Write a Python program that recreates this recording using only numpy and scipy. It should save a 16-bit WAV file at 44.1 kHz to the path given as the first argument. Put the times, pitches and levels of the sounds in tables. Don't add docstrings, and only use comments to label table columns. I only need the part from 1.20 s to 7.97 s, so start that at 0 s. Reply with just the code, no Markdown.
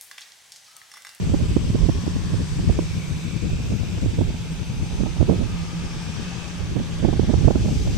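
import sys
import numpy as np
from scipy import signal
from scipy.fft import rfft, irfft, next_fast_len
from scipy.io import wavfile
from scipy.ndimage import uniform_filter1d, minimum_filter1d

SR = 44100
rng = np.random.default_rng(int(sys.argv[2]) if len(sys.argv) > 2 else 0)


def dump(signal):
    limited = np.clip(np.atleast_2d(signal).T, -1, 1)
    pcm = np.round(limited * 32767).astype(np.int16)
    wavfile.write(sys.argv[1], SR, pcm)


N = 298557

# time in seconds, relative level in dB, treble tilt in dB per octave.
ENGINE_CURVE = [(0.0, -42.5, 0.5), (0.66, -41.5, 1.5), (2.75, -42.5, 1), (3.79, -43, 0.5),
                (5.17, -41, -0.5), (5.45, -42, -0.5), (6.3, -41, 0.1), (6.54, -41, 2.5), (6.77, -39.5, 1.5)]
# frequency in Hz, relative level in dB per Hz.
ROAR_COLOUR_LEFT = [(300, 0.8), (650, -7.2), (2050, -10.7), (2300, -6.5), (3300, -7.9), (4200, -12.2),
                    (4650, -8.3), (5100, -10.5), (5500, -8.0), (6400, -10.7), (7200, -15.7), (8200, -16.8),
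                    (11000, -27.5), (12800, -29.6), (15600, -39.4)]
ROAR_COLOUR_RIGHT = [(300, -1.3), (650, -9.1), (1400, -10.1), (1900, -10.7), (2400, -5.7), (3800, -8.1),
                     (4200, -11.5), (6000, -16.1), (7200, -15.6), (7900, -14.2), (9000, -22.3),
                     (11000, -31.8), (12800, -33.3), (15600, -41.3)]
# centre in Hz, width in Hz, glide in Hz per second,
# middle in seconds, length in seconds, left boost in dB, right boost in dB.
ROAR_SWELLS = [(1040, 450, 8, 0.87, 1.7, 9.5, 4), (1820, 410, -100, 1.1, 1.4, 9, 2),
               (8000, 710, 4, .33, 0.68, 5, 4.5), (8000, 1500, 0, 1.6, 1.1, 5.5, 2.5),
               (2273, 150, 150, 1.92, 0.93, 7.5, 6), (2545, 370, 200, 2.18, 0.97, 7.5, 5.5),
               (875, 250, 18, 4.03, 2.6, 9, 6.5), (1220, 190, -52, 4.69, 1.94, 12.5, 2),
               (2580, 72, -1, 5.2, 0.4, 9, 12), (1630, 490, 16, 5.3, 8.8, 4.5, 3),
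               (3300, 870, -2, 6.16, 1.1, 2, 1.5), (820, 44, 4, 6.3, 1.3, 15.5, 8),
               (4700, 250, 0, 0.92, 0.47, 1, 5)]
# frequency in Hz, likeness from 0 to 1, phase between in radians.
PORT_LIKENESS = [(300, .8, 0), (900, .65, 0), (1300, .5, .5), (1500, .15, -.5), (2400, .6, .8),
                 (2900, .1, .5), (3400, .5, 1.2), (4000, .25, -1.8), (4700, .4, -.3), (6200, .33, .8),
                 (6800, .1, 2), (7800, .25, .8), (9900, .3, 1.5), (15000, .08, -3)]
# time in seconds, parts per thousand off the mean.
SPOOL_SPEED = [(0, 1.2), (.3, 1), (.75, -1.2), (1.55, -2.2), (2.5, -.4), (3.4, -.2), (4.3, 1.5), (5.8, 1.1),
               (6.77, -1.1)]
# time in seconds, lower whine in dB, upper whine in dB.
WHINE_LEVELS = [(0, -60, -55), (.4, -59, -60), (.55, -54, -59), (.8, -54, -57), (1.1, -55, -57),
                (1.35, -61, -56), (1.62, -53, -57), (1.95, -61, -51), (2.35, -59, -61), (2.7, -54, -56),
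                (2.95, -58, -62), (3.2, -62, -58), (3.35, -61, -51), (3.82, -59, -50), (4.1, -62, -57),
                (4.6, -52, -57), (5.05, -56, -54), (5.3, -60, -60), (5.8, -61, -55), (6.1, -58, -61),
                (6.35, -56, -58), (6.55, -51, -50), (6.77, -52, -51)]
WHINE_PITCHES = (5375, 6133)
WHINE_RIGHT_OFFSETS = (-4, -7)
# mean pitch in Hz, wander in Hz.
TONE_PITCHES = [(162, 6), (175, 6), (2568, 15), (4617, 6), (6590, 10), (6893, 8), (7344, 10), (8100, 15),
                (10750, 10), (11502, 10), (11976, 12), (12275, 12), (12729, 15), (13489, 15)]
# left level in dB, right level in dB.
TONE_LEVELS = [(-36.5, -34.5), (-37, -37), (-83, -55), (-64, -62), (-63, -66), (-78, -81), (-71, -70),
               (-81, -62), (-80, -89), (-95, -92), (-82, -89), (-84, -86), (-87, -87), (-99, -94)]
# time in seconds, left level in dB, right level in dB.
GUST_CURVE = [(0, -25.5, -22), (.3, -19, -23), (.5, -24, -21.5), (.63, -25, -14), (.8, -25.5, -28.5),
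              (1.0, -25.5, -33), (1.14, -25.5, -16), (1.3, -29.5, -28), (1.45, -20.5, -21),
              (1.7, -28, -29.5), (2.1, -27, -42), (2.32, -24.5, -22.5), (2.65, -24.5, -33.5),
              (3.0, -25, -20.5), (3.35, -28.5, -35), (3.8, -28.5, -21), (3.95, -30, -25.5),
              (4.12, -26, -20.5), (4.4, -32.5, -28.5), (4.8, -29, -35), (5.3, -32, -38), (5.5, -30, -24),
              (5.72, -32, -37), (5.88, -25, -17), (6.0, -32, -22), (6.2, -22.5, -16.5), (6.4, -24, -21),
              (6.55, -21, -23.5), (6.77, -22.5, -21.5)]
# frequency in Hz, left and right relative levels in dB per Hz.
RUMBLE_COLOUR = [(15, -24, -15.5), (30, -17, -2.5), (60.7, -3.5, 0.5), (84, -0.5, 3), (152.5, -5, -8),
                 (264, -13.5, -18), (422, -24, -21), (620, -33, -35), (1490, -92, -66), (4000, -110, -110)]
# middle in seconds, port (0 left, 1 right), peak in dB, length in milliseconds.
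STRONG_BUFFETS = [(0.141, 0, -13.5, 5.5), (0.145, 1, -4.5, 15), (0.21, 1, -13.5, 27), (0.368, 1, 0, 8.4),
                  (0.503, 1, -15, 9.3), (0.554, 1, -6, 13), (0.601, 1, -28, 15), (0.695, 1, -5, 13),
                  (0.843, 1, -15, 29), (0.868, 0, -12, 9.8), (0.88, 1, -8, 6.7), (0.965, 1, -15, 20),
                  (1.143, 1, -10.5, 17), (1.396, 1, -13, 14), (1.443, 1, -13.5, 9.7), (1.497, 1, -5.5, 9.9),
                  (1.592, 1, -6.5, 6.9), (2.164, 0, -14.5, 4.9), (2.523, 1, -12.5, 23), (2.863, 1, -9, 8.1),
                  (2.989, 1, -8.5, 17), (3.015, 1, -6.5, 13), (3.806, 1, -10.5, 15), (3.837, 1, -7.5, 4.7),
                  (3.866, 1, -12, 30), (3.968, 1, -17, 11), (4.013, 1, -6.5, 13), (4.029, 1, -1.5, 3.9),
                  (4.097, 1, -0.5, 13.5), (4.121, 1, -4.5, 59), (4.152, 1, -24, 19), (4.222, 1, -11, 54),
                  (5.57, 1, -8.5, 20), (5.601, 1, -14, 30), (5.828, 1, -9, 9), (5.85, 1, -2.5, 18),
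                  (5.889, 1, -6, 16), (5.93, 1, -8, 3.1), (5.997, 1, -0.5, 5.2), (6.034, 1, -8.5, 14),
                  (6.1, 1, -6, 24), (6.141, 1, -4.5, 9.4), (6.172, 1, -20, 10), (6.282, 1, 2, 14.5),
                  (6.31, 1, -0.5, 9.7), (6.358, 1, -3, 7.1), (6.46, 1, -13, 20), (6.488, 1, -10, 19),
                  (6.675, 1, -12.5, 12.3)]

BRIGHT_HZ, BRIGHT_HZ_PER_DB = 381, 9.5
SMALL_PER_S, SMALL_OVER_DB, SMALL_SPREAD_DB, SMALL_MS = 6, 6.5, 3, 12.5
LIMIT_DB, HOLD_S, RELEASE_DB_S = -.9, .06, 70
CUTOFF_HZ = 15800


def from_db(db):
    return 10 ** (np.asarray(db) / 20)


def rms_one(x):
    return x / np.sqrt(np.mean(x ** 2, axis=-1, keepdims=True) + 1e-20)


def in_time(rows):
    seconds, *columns = np.transpose(rows)
    return np.array([np.interp(np.arange(N) / SR, seconds, column) for column in columns])


def at_hz(points, hz, axis=1):
    points = np.array(points)
    return np.interp(np.log(hz + 1), np.log(points[:, 0]), points[:, axis])


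def drift(rate_hz, count=2):
    pole = np.exp(-80 * np.pi * rate_hz / SR)
    noise = rng.standard_normal((count, N // 40 + 2002))
    slow = rms_one(signal.lfilter([1], [1, -2 * pole, pole * pole], noise)[:, 2000:])
    return np.array([np.interp(np.arange(N) / 40, np.arange(len(row)), row) for row in slow])


def roar(level_db, tilt_db, patchy_db, flicker_db):
    hop = 256
    stft_sizes = dict(nperseg=4 * hop, noverlap=3 * hop)
    hz, seconds, (mid, side) = signal.stft(rng.standard_normal((2, N)), SR, **stft_sizes)
    alike = at_hz(PORT_LIKENESS, hz)[:, None]
    port_phase = at_hz(PORT_LIKENESS, hz, axis=2)
    frames = np.minimum(np.arange(len(seconds)) * hop, N - 1)

    octaves = np.log2(np.maximum(hz, 2000) / 4000)[:, None]
    wavering_db = level_db + 0.28 * drift(3.7, count=1)[0]
    common_db = wavering_db[frames] + tilt_db[frames] * octaves

    knots = np.geomspace(100, 16000, num=36)
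    place = np.interp(hz, knots, np.arange(len(knots)))
    below = np.minimum(place.astype(int), 34)
    blend = (place - below)[:, None]
    patches = patchy_db * drift(0.99, count=72) + flicker_db * drift(30.0, count=72)

    ports = []
    for port, colour in enumerate((ROAR_COLOUR_LEFT, ROAR_COLOUR_RIGHT)):
        own = patches[36 * port:36 * port + 36]
        band_db = (.6 * patches[:36] + .8 * own)[:, frames]
        gain_db = band_db[below] + blend * (band_db[below + 1] - band_db[below])
        gain_db += common_db + at_hz(colour, hz)[:, None]
        for centre_hz, width_hz, glide, middle, length, *swell_db in ROAR_SWELLS:
            off_hz = hz[:, None] - centre_hz - glide * (seconds - middle)
            off_s = seconds - middle
            gain_db += swell_db[port] * np.exp(-(2 * off_hz / width_hz) ** 2 - (2 * off_s / length) ** 2)
        sign = 1 - 2 * port
        sound = np.sqrt(1 + alike) * mid + sign * np.sqrt(1 - alike) * side
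        sound *= np.exp(1j * port * port_phase)[:, None]
        ports.append(signal.istft(sound * from_db(gain_db), SR, **stft_sizes)[1][:N])
    return np.array(ports) * from_db(12)


def tone(hz, speed, wander_hz, fading_db):
    wander, = drift(5.935, count=1)
    phase = 2 * np.pi * np.cumsum(hz * speed + wander_hz * wander) / SR
    fading = from_db(fading_db * drift(3.1))
    return rms_one(fading * np.sin(phase + 0.61 * drift(3.3)))


def whines():
    out = np.zeros((2, N))
    speed = 1 + in_time(SPOOL_SPEED)[0] / 1000
    for hz, left_db, right_offset_db in zip(WHINE_PITCHES, in_time(WHINE_LEVELS), WHINE_RIGHT_OFFSETS):
        level_db = left_db + np.array([[0], [right_offset_db]])
        out += from_db(level_db) * tone(hz, speed, wander_hz=1.5, fading_db=1.5)
    for (hz, wander_hz), level_db in zip(TONE_PITCHES, TONE_LEVELS):
        out += from_db(level_db)[:, None] * tone(hz, speed, wander_hz, fading_db=4.0)
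    return out


def rumble(gust_db, lumpy_db, flutter_db, brighten):
    size = next_fast_len(N)
    hz = np.fft.rfftfreq(size, 1 / SR)
    colour_db = [at_hz(RUMBLE_COLOUR, hz), at_hz(RUMBLE_COLOUR, hz, axis=2)]
    spectrum = rfft(rng.standard_normal((2, size))) * from_db(colour_db)
    noise = rms_one(irfft(spectrum, size)[:, :N])
    lumps = drift(17.7)
    upper = signal.sosfilt(signal.butter(2, 230, "high", fs=SR, output="sos"), noise)
    lower = noise - upper
    flutter = .5 * lumps + drift(34.0)
    rise_db = brighten * (gust_db + 16.5) + flutter_db * flutter
    return from_db(gust_db + lumpy_db * lumps) * (lower + from_db(rise_db) * upper)


def small_buffets(gust_db):
    draws = rng.random((int(SMALL_PER_S * N / SR), 4))
    seconds = .06 + draws[:, 0] * (N / SR - .07)
    port = (draws[:, 1] > .5).astype(int)
    gust_then_db = gust_db[port, (seconds * SR).astype(int)]
    peak_db = gust_then_db + SMALL_OVER_DB + SMALL_SPREAD_DB * (2 * draws[:, 2] - 1)
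    length_ms = SMALL_MS * (.5 + draws[:, 3])
    return list(zip(seconds, port, peak_db, length_ms))


def buffets(events, floor_hz, edge_hz, top_hz, edge_db, edge_share):
    half = 2048
    out = np.zeros((2, N + 2 * half))
    t = np.arange(-half, half) / SR
    noise = rng.standard_normal((len(events), 4 * half))
    body = signal.sosfilt(signal.butter(2, floor_hz, "high", fs=SR, output="sos"), noise)
    edge = signal.sosfilt(signal.butter(2, edge_hz, "high", fs=SR, output="sos"), noise)
    edge = signal.sosfilt(signal.butter(4, top_hz, fs=SR, output="sos"), edge)
    for (seconds, port, peak_db, length_ms), low, high in zip(events, body, edge):
        shape = np.exp(-np.log(2) * (2000 * t / length_ms) ** 2)
        bright_hz = max(BRIGHT_HZ + BRIGHT_HZ_PER_DB * peak_db, 150)
        low = signal.sosfilt(signal.butter(4, bright_hz, fs=SR, output="sos"), low)
        low = low[2 * half:] * shape
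        high = high[2 * half:] * shape ** (1 / edge_share ** 2)
        burst = low / np.abs(low).max() + from_db(edge_db) * high / np.abs(high).max()
        start = int(seconds * SR) - half
        out[int(port > .5), start:start + 2 * half] += from_db(peak_db) * burst / np.abs(burst).max()
    return out[:, :N]


def scene():
    level_db, tilt_db = in_time(ENGINE_CURVE)
    gust_db = in_time(GUST_CURVE)
    engines = roar(level_db, tilt_db, patchy_db=1.0, flicker_db=0.86) + whines()
    wind = rumble(gust_db, lumpy_db=4.0, flutter_db=3.0, brighten=0.28)
    eddies = STRONG_BUFFETS + small_buffets(gust_db)
    bursts = buffets(eddies, floor_hz=85, edge_hz=300, top_hz=500, edge_db=-8, edge_share=.5)
    return engines + wind + bursts


def record(dry):
    over_db = np.maximum(20 * np.log10(np.abs(dry) + 1e-9) - LIMIT_DB, 0)
    hold, ahead = int(HOLD_S * SR), 200
    held_db = -minimum_filter1d(-over_db, size=hold + 2 * ahead, origin=hold // 2 - 1)
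    ramp = RELEASE_DB_S * np.arange(N) / SR
    cut_db = np.maximum.accumulate(held_db + ramp, axis=1) - ramp
    limited = dry * from_db(-uniform_filter1d(cut_db, size=ahead))
    return signal.sosfilt(signal.cheby2(22, 60, CUTOFF_HZ, fs=SR, output="sos"), limited)


dry = scene()
out = record(dry)
dump(out)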